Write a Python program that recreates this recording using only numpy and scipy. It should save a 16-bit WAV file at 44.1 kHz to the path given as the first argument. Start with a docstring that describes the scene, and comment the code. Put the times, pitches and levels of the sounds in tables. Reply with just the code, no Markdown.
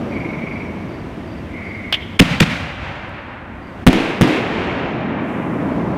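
"""Night over open ground: rumble, hum, air noise and insects, then one frog trills and a lower one follows.
Nearly 2 s in a fuse pops, a nasal noise burst; two mortar launches follow and, later, two bursts overhead.
Each blast is shock fronts, a burst of bright flame noise and ringing low modes; slopes return it as banded noise.
That echo rolls on, each band dying at its own rate, and late stars sizzle near the end.
At the microphone a look-ahead limiter and overload squash the blasts; the treble differs a little left to right."""
import sys
import numpy as np
from scipy import signal
from scipy.fft import rfft, irfft
from scipy.io import wavfile
from scipy.ndimage import uniform_filter1d, minimum_filter1d

SR = 44100
rng = np.random.default_rng(int(sys.argv[2]) if len(sys.argv) > 2 else 0)


def to_wav(s):
    """Save 16-bit WAV."""
    ch = np.atleast_2d(s).T  # columns
    pcm = np.round(np.clip(ch, -1, 1) * 32767)  # PCM
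    wavfile.write(sys.argv[1], SR, pcm.astype(np.int16))


N = 263574
T = np.arange(N) / SR


def amp(db):
    """Decibels to gain."""
    return 10 ** (np.asarray(db) / 20)


def rms_one(x):
    """Scale to rms 1."""
    return x / np.sqrt(np.mean(x ** 2) + 1e-20)


def at_hz(points, hz):
    """Read the level or decay time of a curve on a log-frequency axis."""
    curve = np.array(points)
    return np.interp(np.log(hz), np.log(curve[:, 0]), curve[:, 1])


def resonate(x, modes):
    """Parallel resonances (f/Hz, width/Hz, level/dB), signs alternating."""
    out = 0
    for k, (hz, width, level_db) in enumerate(modes):
        r = np.exp(-np.pi * width / SR)
        b = [(1 - r * r) / 2, 0, (r * r - 1) / 2]
        a = [1, -2 * r * np.cos(2 * np.pi * hz / SR), r * r]
        out = out + (-1) ** k * amp(level_db) * signal.lfilter(b, a, x)
    return out


def bands():
    """Fifth-octave bands of white noise with their centres; neighbours are unrelated; run in."""
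    edges = 22 * 2 ** np.arange(0, 9.7, 1 / 5)
    white = rng.standard_normal((2, N + SR // 4))
    for k, (low, high) in enumerate(zip(edges, edges[1:])):
        band_pass = signal.butter(3, [low, high], "band", fs=SR, output="sos")
        yield np.sqrt(low * high), signal.sosfilt(band_pass, white[k % 2])[-N:]


def drift(per_s, size, step):
    """Slow chance at every step-th sample; spread 1."""
    r = np.exp(-2 * np.pi * per_s * step / SR)
    chance = rng.standard_normal(size + 500)
    return rms_one(signal.lfilter([1], [1, -2 * r, r * r], chance)[500:])


def swell(age, level_db, rise, hold, fall_db_per_s):
    """Rise, hold, then a steady fall in dB."""
    fall_db = fall_db_per_s * np.clip(age - rise - hold, 0, 6)
    return np.clip(age / rise, 0, 1) * amp(level_db - fall_db)


def returns(age, rows):
    """Power of overlapping swells, each after its delay."""
    return sum(swell(age - delay, *shape) ** 2 for delay, *shape in rows)


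# the blasts: (t/s, thump level/dB, thump length/s, thump pitch factor, flame crack level/dB, crack length/s,
# echo level/dB, place: 0 = on the ground, 1 = in the sky)
BLASTS = [(2.19, 8.5, 0.03, 0.93, 5, 0.013, -2, 0), (2.399, -4, 0.032, 0.82, -1.5, 0.0084, -3, 0),
          (3.8652, 16, 0.031, .88, -9, 0.0242, 0.5, 1), (4.2092, -1, 0.066, 0.84, -44.5, 0.011, -1.5, 1)]
# low background, earlier and later shells rolling round the hills: (t/s, distant rumble level/dB, hum level/dB)
BACKGROUND = [(0, -23, -37.5), (1, -29, -37.5), (2.1, -32.5, -36.5), (2.8, -35, -33.5), (3.4, -37.5, -40),
              (3.8, -33.5, -36), (4.1, -26, -50), (4.599, -24.5, -34.5), (5.3, -22.5, -43),
              (5.98, -19, -36)]
# late stars sizzle: (t/s, level/dB, rise/s, hold/s, fall/(dB/s))
STARS = (5.17, -61.5, .13, .24, 22)
# how far air noise and hiss sink: [after a launch/dB, after a burst/dB]
AIR_SINK_DB = [15, 16]
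HISS_SINK_DB = [10, 17]
AIR_DB, HISS_DB = -42, -63.5
OPENING_DB, OPENING_S = 2.5, 0.62   # both start louder, under the last echo of an earlier shell
SINK_S, SUNK_S, RETURN_S = .3, .72, .45   # time going down, staying down, coming back


def night(t):
    """Powers of distant rumble, hum, air noise and hiss at times t; the last two sink after each blast."""
    s, rumble_db, hum_db = np.transpose(BACKGROUND)
    starts = np.array([blast[0] for blast in BLASTS])[:, None]
    sky = np.array([round(blast[-1]) for blast in BLASTS])[:, None]
    since = t - starts
    sunk = np.clip(np.minimum(since / SINK_S, 1 - (since - SINK_S - SUNK_S) / RETURN_S), 0, 1)
    opening_db = OPENING_DB * np.clip(1 - t / OPENING_S, 0, 1)
    air_db = AIR_DB + opening_db - (np.array(AIR_SINK_DB)[sky] * sunk).max(axis=0)
    hiss_db = HISS_DB + opening_db - (np.array(HISS_SINK_DB)[sky] * sunk).max(axis=0)
    levels_db = [np.interp(t, s, rumble_db), np.interp(t, s, hum_db), air_db, hiss_db]
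    rumble, hum, air, hiss = amp(2 * np.array(levels_db))
    return rumble, hum, air, hiss + returns(t, [STARS])


# relative spectra of the night's layers: (f/Hz, level/dB per Hz)
RUMBLE_COLOUR = [(41, -47), (70, -13.5), (102, -3.5), (200, 3), (305, 1), (446, -8.5), (679, -8),
                 (792, -15.5), (951, -12.5), (2000, -35), (2600, -40), (4400, -120)]
HUM_COLOUR = [(13, -43), (22, -13), (38, -12.5), (54, -1.5), (86, 2.5), (110, -2.5), (140, -23),
              (240, -120)]
AIR_COLOUR = [(300, -19), (500, -18), (800, -4.5), (1200, -1.5), (2000, -2), (2800, -7), (4000, -16.5),
              (6000, -25.5), (9000, -57)]
HISS_COLOUR = [(3000, -21), (5500, -3), (8000, -4.5), (12000, -9.5), (15500, -14), (16300, -19)]
# relative spectra of the echo of a launch and of a burst: (f/Hz, level/dB per Hz)
GROUND_COLOUR = [(24, -41), (40, -33), (60, -29), (167, 6.5), (269, -2), (433, -33.5), (529, -8.5),
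                 (630, -18.5), (790, -13.5), (1040, -17), (1180, -16), (2440, -11.5), (12800, -47.5),
                 (16000, -53)]
SKY_COLOUR = [(24, -77), (40, -45.5), (69, -31), (91, -6), (237, 0), (290, 3.5), (329, 0.5), (479, -11.5),
              (1070, -18), (1210, -20), (2500, -16), (7170, -40.5), (11000, -46.5), (16000, -59)]
# returns from near walls, slopes and far hills: (delay/s, level/dB, rise/s, hold/s, fall/(dB/s))
GROUND_ECHO = [(.012, 11, 0.009, 0.011, 904), (.042, -0.5, 0.017, .01, 60), (.08, 2, .03, .03, 44),
               (.33, -0.5, 0.13, 0.1, -1.5)]
SKY_ECHO = [(.001, 6.5, 0.012, 0.016, 520), (.03, 0.5, 0.0063, 0.013, 140), (0.0616, 3, 0.0022, .05, 26),
            (.24, 0.9, 0.18, 0.25, 0.75)]
# further decay of the echo, band by band: (f/Hz, time to lose 60 dB/s)
GROUND_T60 = [(60, 6.5), (200, 0.63), (500, 4.8), (1000, 6.5), (2500, 2.99), (5000, 1.87), (9000, 1.45),
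              (15000, 1.2)]
SKY_T60 = [(60, 0.69), (300, 1.17), (1000, 15), (2500, 4.9), (4500, 2.5), (6500, 2.24), (9000, 1.52),
           (15000, 1.2)]
ECHO_DB = -16   # added to every return
ROLL_DB, ROLL_PER_S = .6, 9   # uneven terrain makes the echo roll


def echoes_and_night():
    """Countless far reflections blur into noise; each band dies at its own rate over the background."""
    step = 32
    coarse = T[::step]
    bank, background = list(bands()), night(coarse)
    heard = [returns(coarse - s, SKY_ECHO if sky else GROUND_ECHO) for s, *_, sky in BLASTS]
    layers = (GROUND_COLOUR, SKY_COLOUR, RUMBLE_COLOUR, HUM_COLOUR, AIR_COLOUR, HISS_COLOUR)
    totals = [sum(amp(2 * at_hz(colour, hz)) * np.var(band) for hz, band in bank) for colour in layers]
    out, shared_roll = np.zeros(N), drift(ROLL_PER_S, len(coarse), step)
    for hz, band in bank:
        roll_db = ROLL_DB * (shared_roll + .6 * drift(ROLL_PER_S, len(coarse), step))
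        shares = [amp(2 * at_hz(colour, hz)) / total for colour, total in zip(layers, totals)]
        power = sum(share * level for share, level in zip(shares[2:], background))
        for (s, *_, echo_db, sky), returned in zip(BLASTS, heard):
            age = np.maximum(coarse - s, 0)
            loss_db = 60 * age / at_hz(SKY_T60 if sky else GROUND_T60, hz)
            power += shares[round(sky)] * returned * amp(2 * (ECHO_DB + echo_db + roll_db - loss_db))
        out += band * np.interp(T, coarse, np.sqrt(power))
    return out


def katydid():
    """A faint, far insect buzz, twice-resonated noise, that soon fades."""
    buzz = [(5700, 450, 0)]   # f/Hz, width/Hz, level/dB
    tone = rms_one(resonate(resonate(rng.standard_normal(N), buzz), buzz))
    return swell(T, level_db=-66, rise=0.011, hold=.6, fall_db_per_s=25) * tone


# cricket chirps: (t/s, level/dB)
CHIRPS = [(.094, -54), (.479, -54), (.884, -54), (1.267, -52.5), (1.64, -53), (3.62, -58)]
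# wing strokes of a chirp: (delay/s, level/dB re chirp)
STROKES = [(0, 0), (0.044, 2), (.1, 0.5)]
STROKE_S, STROKE_FROM_HZ, STROKE_TO_HZ = .024, 4950, 4380


def cricket():
    """Each wing stroke is a short, slightly rough tone falling in pitch, with a soft echo."""
    out, n = np.zeros(N), int(STROKE_S * SR)
    cycles = np.cumsum(np.linspace(STROKE_FROM_HZ, STROKE_TO_HZ, n)) / SR
    stroke = np.hanning(n) ** 0.41 * np.sin(2 * np.pi * cycles)
    for s, chirp_db in CHIRPS:
        for delay, stroke_db in STROKES:
            out[round((s + delay) * SR):][:n] += amp(chirp_db + stroke_db) * stroke
    out *= 1 + .25 * rms_one(uniform_filter1d(rng.standard_normal(N), size=90))   # roughness
    return out + amp(-5) * np.roll(out, int(0.017 * SR))


# frog trills, one a frog: (t/s, level/dB, rise/s, hold/s, throb depth 0-1)
TRILLS = [(0.102, -31, 0.013, 0.53, 0.61), (1.474, -33, .11, .42, 0.34)]
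# vocal sacs of the first and second frog, each a list of (f/Hz, width/Hz, level/dB)
FROG_SACS = [
    [(2230, 260, 0), (1100, 250, -14)],
    [(2150, 255, 0), (1100, 250, -10)],
]
FROG_PULSE_HZ = 302   # mean rate; each pulse wavers in time and strength
THROBS_PER_S, THROB_SLOWING_PER_S2, FIRST_THROB_S = 24.3, 6, .03
TRILL_END_DB_PER_S, TRILL_ECHO_DB, TRILL_ECHO_FALL_DB_PER_S = 400, -8.5, 32.5


def frog():
    """Throat pulses ring the vocal sac in throbs that slow down; a second frog answers a little lower."""
    waver = 1.7 * uniform_filter1d(rng.standard_normal(N), size=100)
    cycles = np.cumsum(FROG_PULSE_HZ * (1 + waver)) / SR
    pulses = np.diff(np.floor(cycles), prepend=0) * amp(1.5 * rng.standard_normal(N))
    pulses = pulses + .02 * rng.standard_normal(N)   # a little breath noise
    out = 0
    for (s, level_db, rise, hold, depth), sac in zip(TRILLS, FROG_SACS):
        age = T - s
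        since = np.clip(age - FIRST_THROB_S, -1, 1)
        throb_cycles = since * (THROBS_PER_S - THROB_SLOWING_PER_S2 * since / 2)
        throb = np.clip(.5 + 6.6 * np.cos(2 * np.pi * throb_cycles), 0, 1)
        call = swell(age, level_db, rise, hold, TRILL_END_DB_PER_S) * (1 - np.clip(depth, 0, 1) * (1 - throb))
        echo = swell(age - rise - hold, level_db + TRILL_ECHO_DB, .03, 0.0092, TRILL_ECHO_FALL_DB_PER_S)
        out = out + np.hypot(call, echo) * rms_one(resonate(resonate(pulses, sac), sac))
    return out


# the fuse pop, its near echo, their smear and a late soft return: (delay/s, level/dB, rise/s, hold/s, fall/(dB/s))
POP = [(0, -7.5, 0.00056, 0.0015, 1600), (.009, -15, 0.0065, 0.0048, 1300), (0.018, -26, .008, .003, 600),
       (0.051, -36, .045, .005, 250), (.1, -44, 0.027, 0.13, 905)]
# nasal ring of the pop: (f/Hz, width/Hz, level/dB)
POP_RING = [(576, 630, -13.5), (1310, 560, -11.5), (2130, 660, -3), (3060, 580, 4), (3390, 484, 3),
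            (5300, 1700, -28.5), (11000, 7000, -47.5)]
POP_S = 1.9252


def fuse_pop():
    """A small charge snaps: a nasal burst of noise."""
    return np.sqrt(returns(T - POP_S, POP)) * rms_one(resonate(rng.standard_normal(N), POP_RING))


# colour of the flame noise: (f/Hz, width/Hz, level/dB)
CRACK_COLOUR = [(1880, 1350, 3), (2950, 1330, 4.5), (5840, 6500, -11.5), (10300, 11000, -21.5)]
# the crack returns smeared off the nearest trees
CRACK_ECHO_S, CRACK_ECHO_DB, CRACK_ECHO_FALL_DB_PER_S = 0.022, -23.5, 500


def cracks():
    """Flame roar of each blast: a short burst of bright noise that stops abruptly, then its near echo."""
    gate = np.full(N, 1e-9)
    for s, *_, crack_db, length, _, _ in BLASTS:
        age, late = T - s, T - s - CRACK_ECHO_S
        ending_db = -18000 * np.clip(age - length, 0, 1)
        gate += amp(crack_db + ending_db) * np.clip(age / 0.0059, 0, 1) ** 2
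        echo_fall_db = CRACK_ECHO_FALL_DB_PER_S * np.clip(late, 0, 1)
        gate += amp(crack_db + CRACK_ECHO_DB - echo_fall_db) * np.clip(late / 0.0094, 0, 1)
    return gate * rms_one(resonate(rng.standard_normal(N), CRACK_COLOUR))


# low modes between ground and walls, before each blast's pitch factor: (f/Hz, level/dB re thump, t60/s)
THUMP_MODES = [(54.6, -5.5, 0.096), (129, 6, 0.053), (192.8, 4, 0.085), (295.2, -2, 0.12),
               (401, -9.5, 0.087), (537, -8, 0.076), (751, -22.5, 0.14)]
# delay of the thump behind the blast time: [on the ground/s, in the sky/s]
THUMP_LAG_S = [0.0094, 0.00106]
GLIDE_S, GLIDE_FADE_S = 0.00316, 0.0015   # the first swing runs fast while the gas cloud is small
SWELL_HZ, SWELL_DB, SWELL_T60_S = 7.7, -38, 0.68   # slow pressure swing that outlasts the thump


def thumps():
    """The push of gas rings low until the near reflections end; each blast stirs the modes differently."""
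    out = np.zeros(N)
    stir_db = 1.3 * rng.standard_normal((len(BLASTS), len(THUMP_MODES)))
    for (s, thump_db, length, pitch, *_, sky), stir in zip(BLASTS, stir_db):
        age = np.clip(T - s - THUMP_LAG_S[round(sky)], 0, 1)
        swing = age + GLIDE_S * (1 - np.exp(-age / GLIDE_FADE_S))
        ending_db = -2500 * np.maximum(age - length, 0)
        for (hz, mode_db, t60), own_db in zip(THUMP_MODES, stir):
            level = amp(thump_db + mode_db + own_db + ending_db - 60 * age / t60)
            out += level * np.sin(2 * np.pi * hz * pitch * swing)
        swell_level = amp(thump_db + SWELL_DB - 60 * age / SWELL_T60_S)
        out += swell_level * np.sin(2 * np.pi * SWELL_HZ * age) * (age < 1)
    return out


# fronts of every blast, direct and off near surfaces: (delay/s, level/dB re thump, length/ms)
GROUND_FRONTS = [(.0088, -5, 0.41), (.0126, -1.5, 0.56), (.024, -16.5, .3)]
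SKY_FRONTS = [(.001, -3, 0.37), (.0038, 6.5, .6), (.0092, 4.5, .34), (.0168, -6, .5), (.0648, -20, 0.97)]
# lone clicks, the front of the fuse pop and one faint tick: (t/s, level/dB before blunting, length/ms)
CLICKS = [(1.9263, -11, .22), (3.094, -39, .1)]
# air blunts a front, low-pass corner: [from the ground/Hz, from the sky/Hz]
FRONT_CUT_HZ = [19000, 8600]


def shocks():
    """N-shaped pressure fronts: a jump, a straight fall to suction, a jump back, blunted by the air."""
    out = np.zeros((2, N))   # ground, sky
    fronts = [(*click, 0) for click in CLICKS]
    for s, thump_db, *_, sky in BLASTS:
        for delay, front_db, ms in (SKY_FRONTS if sky else GROUND_FRONTS):
            fronts.append((s + delay, thump_db + front_db, ms, round(sky)))
    for s, level_db, ms, sky in fronts:
        n = max(int(ms * SR / 1000), 2)
        out[sky, round(s * SR):][:n] += amp(level_db) * np.linspace(1, -1, n)
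    return sum(signal.lfilter(*signal.butter(1, min(hz, .45 * SR), fs=SR), x + 1e-18)
               for x, hz in zip(out, FRONT_CUT_HZ))


def scene():
    """Everything reaches one microphone spot; both channels start alike."""
    background = echoes_and_night() + katydid() + cricket() + frog()
    mono = background + fuse_pop() + cracks() + thumps() + shocks()
    return np.array([mono, mono])


# left-right difference at full level: (f/Hz, side minus mid level/dB)
SIDE_LEVEL = [(500, -45), (2000, -40), (4000, -20.5), (8000, -13.5), (14000, -12)]
LIMIT_DB, LIMIT_SHARE = 3, 0.44   # the limiter takes off this share of the dB above the limit
AHEAD_S, ATTACK_S = 0.025, 0.0046
RELEASE_DB_PER_S = 597   # fall of the held overshoot, before the share is taken
CUTOFF_HZ = 16600


def record(dry):
    """Look-ahead limiter, overload, a trace of left-right difference in the treble, top cut."""
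    over_db = np.maximum(20 * np.log10(np.abs(dry[0]) + 1e-9) - LIMIT_DB, 0)
    release_db = RELEASE_DB_PER_S * T
    held_db = np.maximum.accumulate(over_db + release_db) - release_db   # lets go gradually
    span = int(AHEAD_S * SR)
    ahead_db = -minimum_filter1d(-held_db, size=span, origin=-(span // 2))   # ducks before the peak arrives
    r = np.exp(-1 / (ATTACK_S * SR))
    smooth_db = signal.lfilter([1 - r], [1, -r], ahead_db)
    squashed = dry[0] * amp(-LIMIT_SHARE * smooth_db)
    mid = squashed / (1 + np.abs(squashed / .96) ** 4) ** (1 / 4)   # firm overload
    hz = np.fft.rfftfreq(N, 1 / SR) + 1
    turn = uniform_filter1d(rng.standard_normal(N), size=200)   # the difference keeps changing sign
    loud = np.clip(0.66 * np.sqrt(uniform_filter1d(mid ** 2, size=900) + 1e-9), .12, 1)   # it grows with level
    side = irfft(rfft(mid * rms_one(turn) * loud) * amp(at_hz(SIDE_LEVEL, hz)), N)
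    top_cut = signal.cheby2(24, 95, CUTOFF_HZ, fs=SR, output="sos")
    return signal.sosfilt(top_cut, [mid + side, mid - side])


dry = scene()
out = record(dry)
to_wav(out)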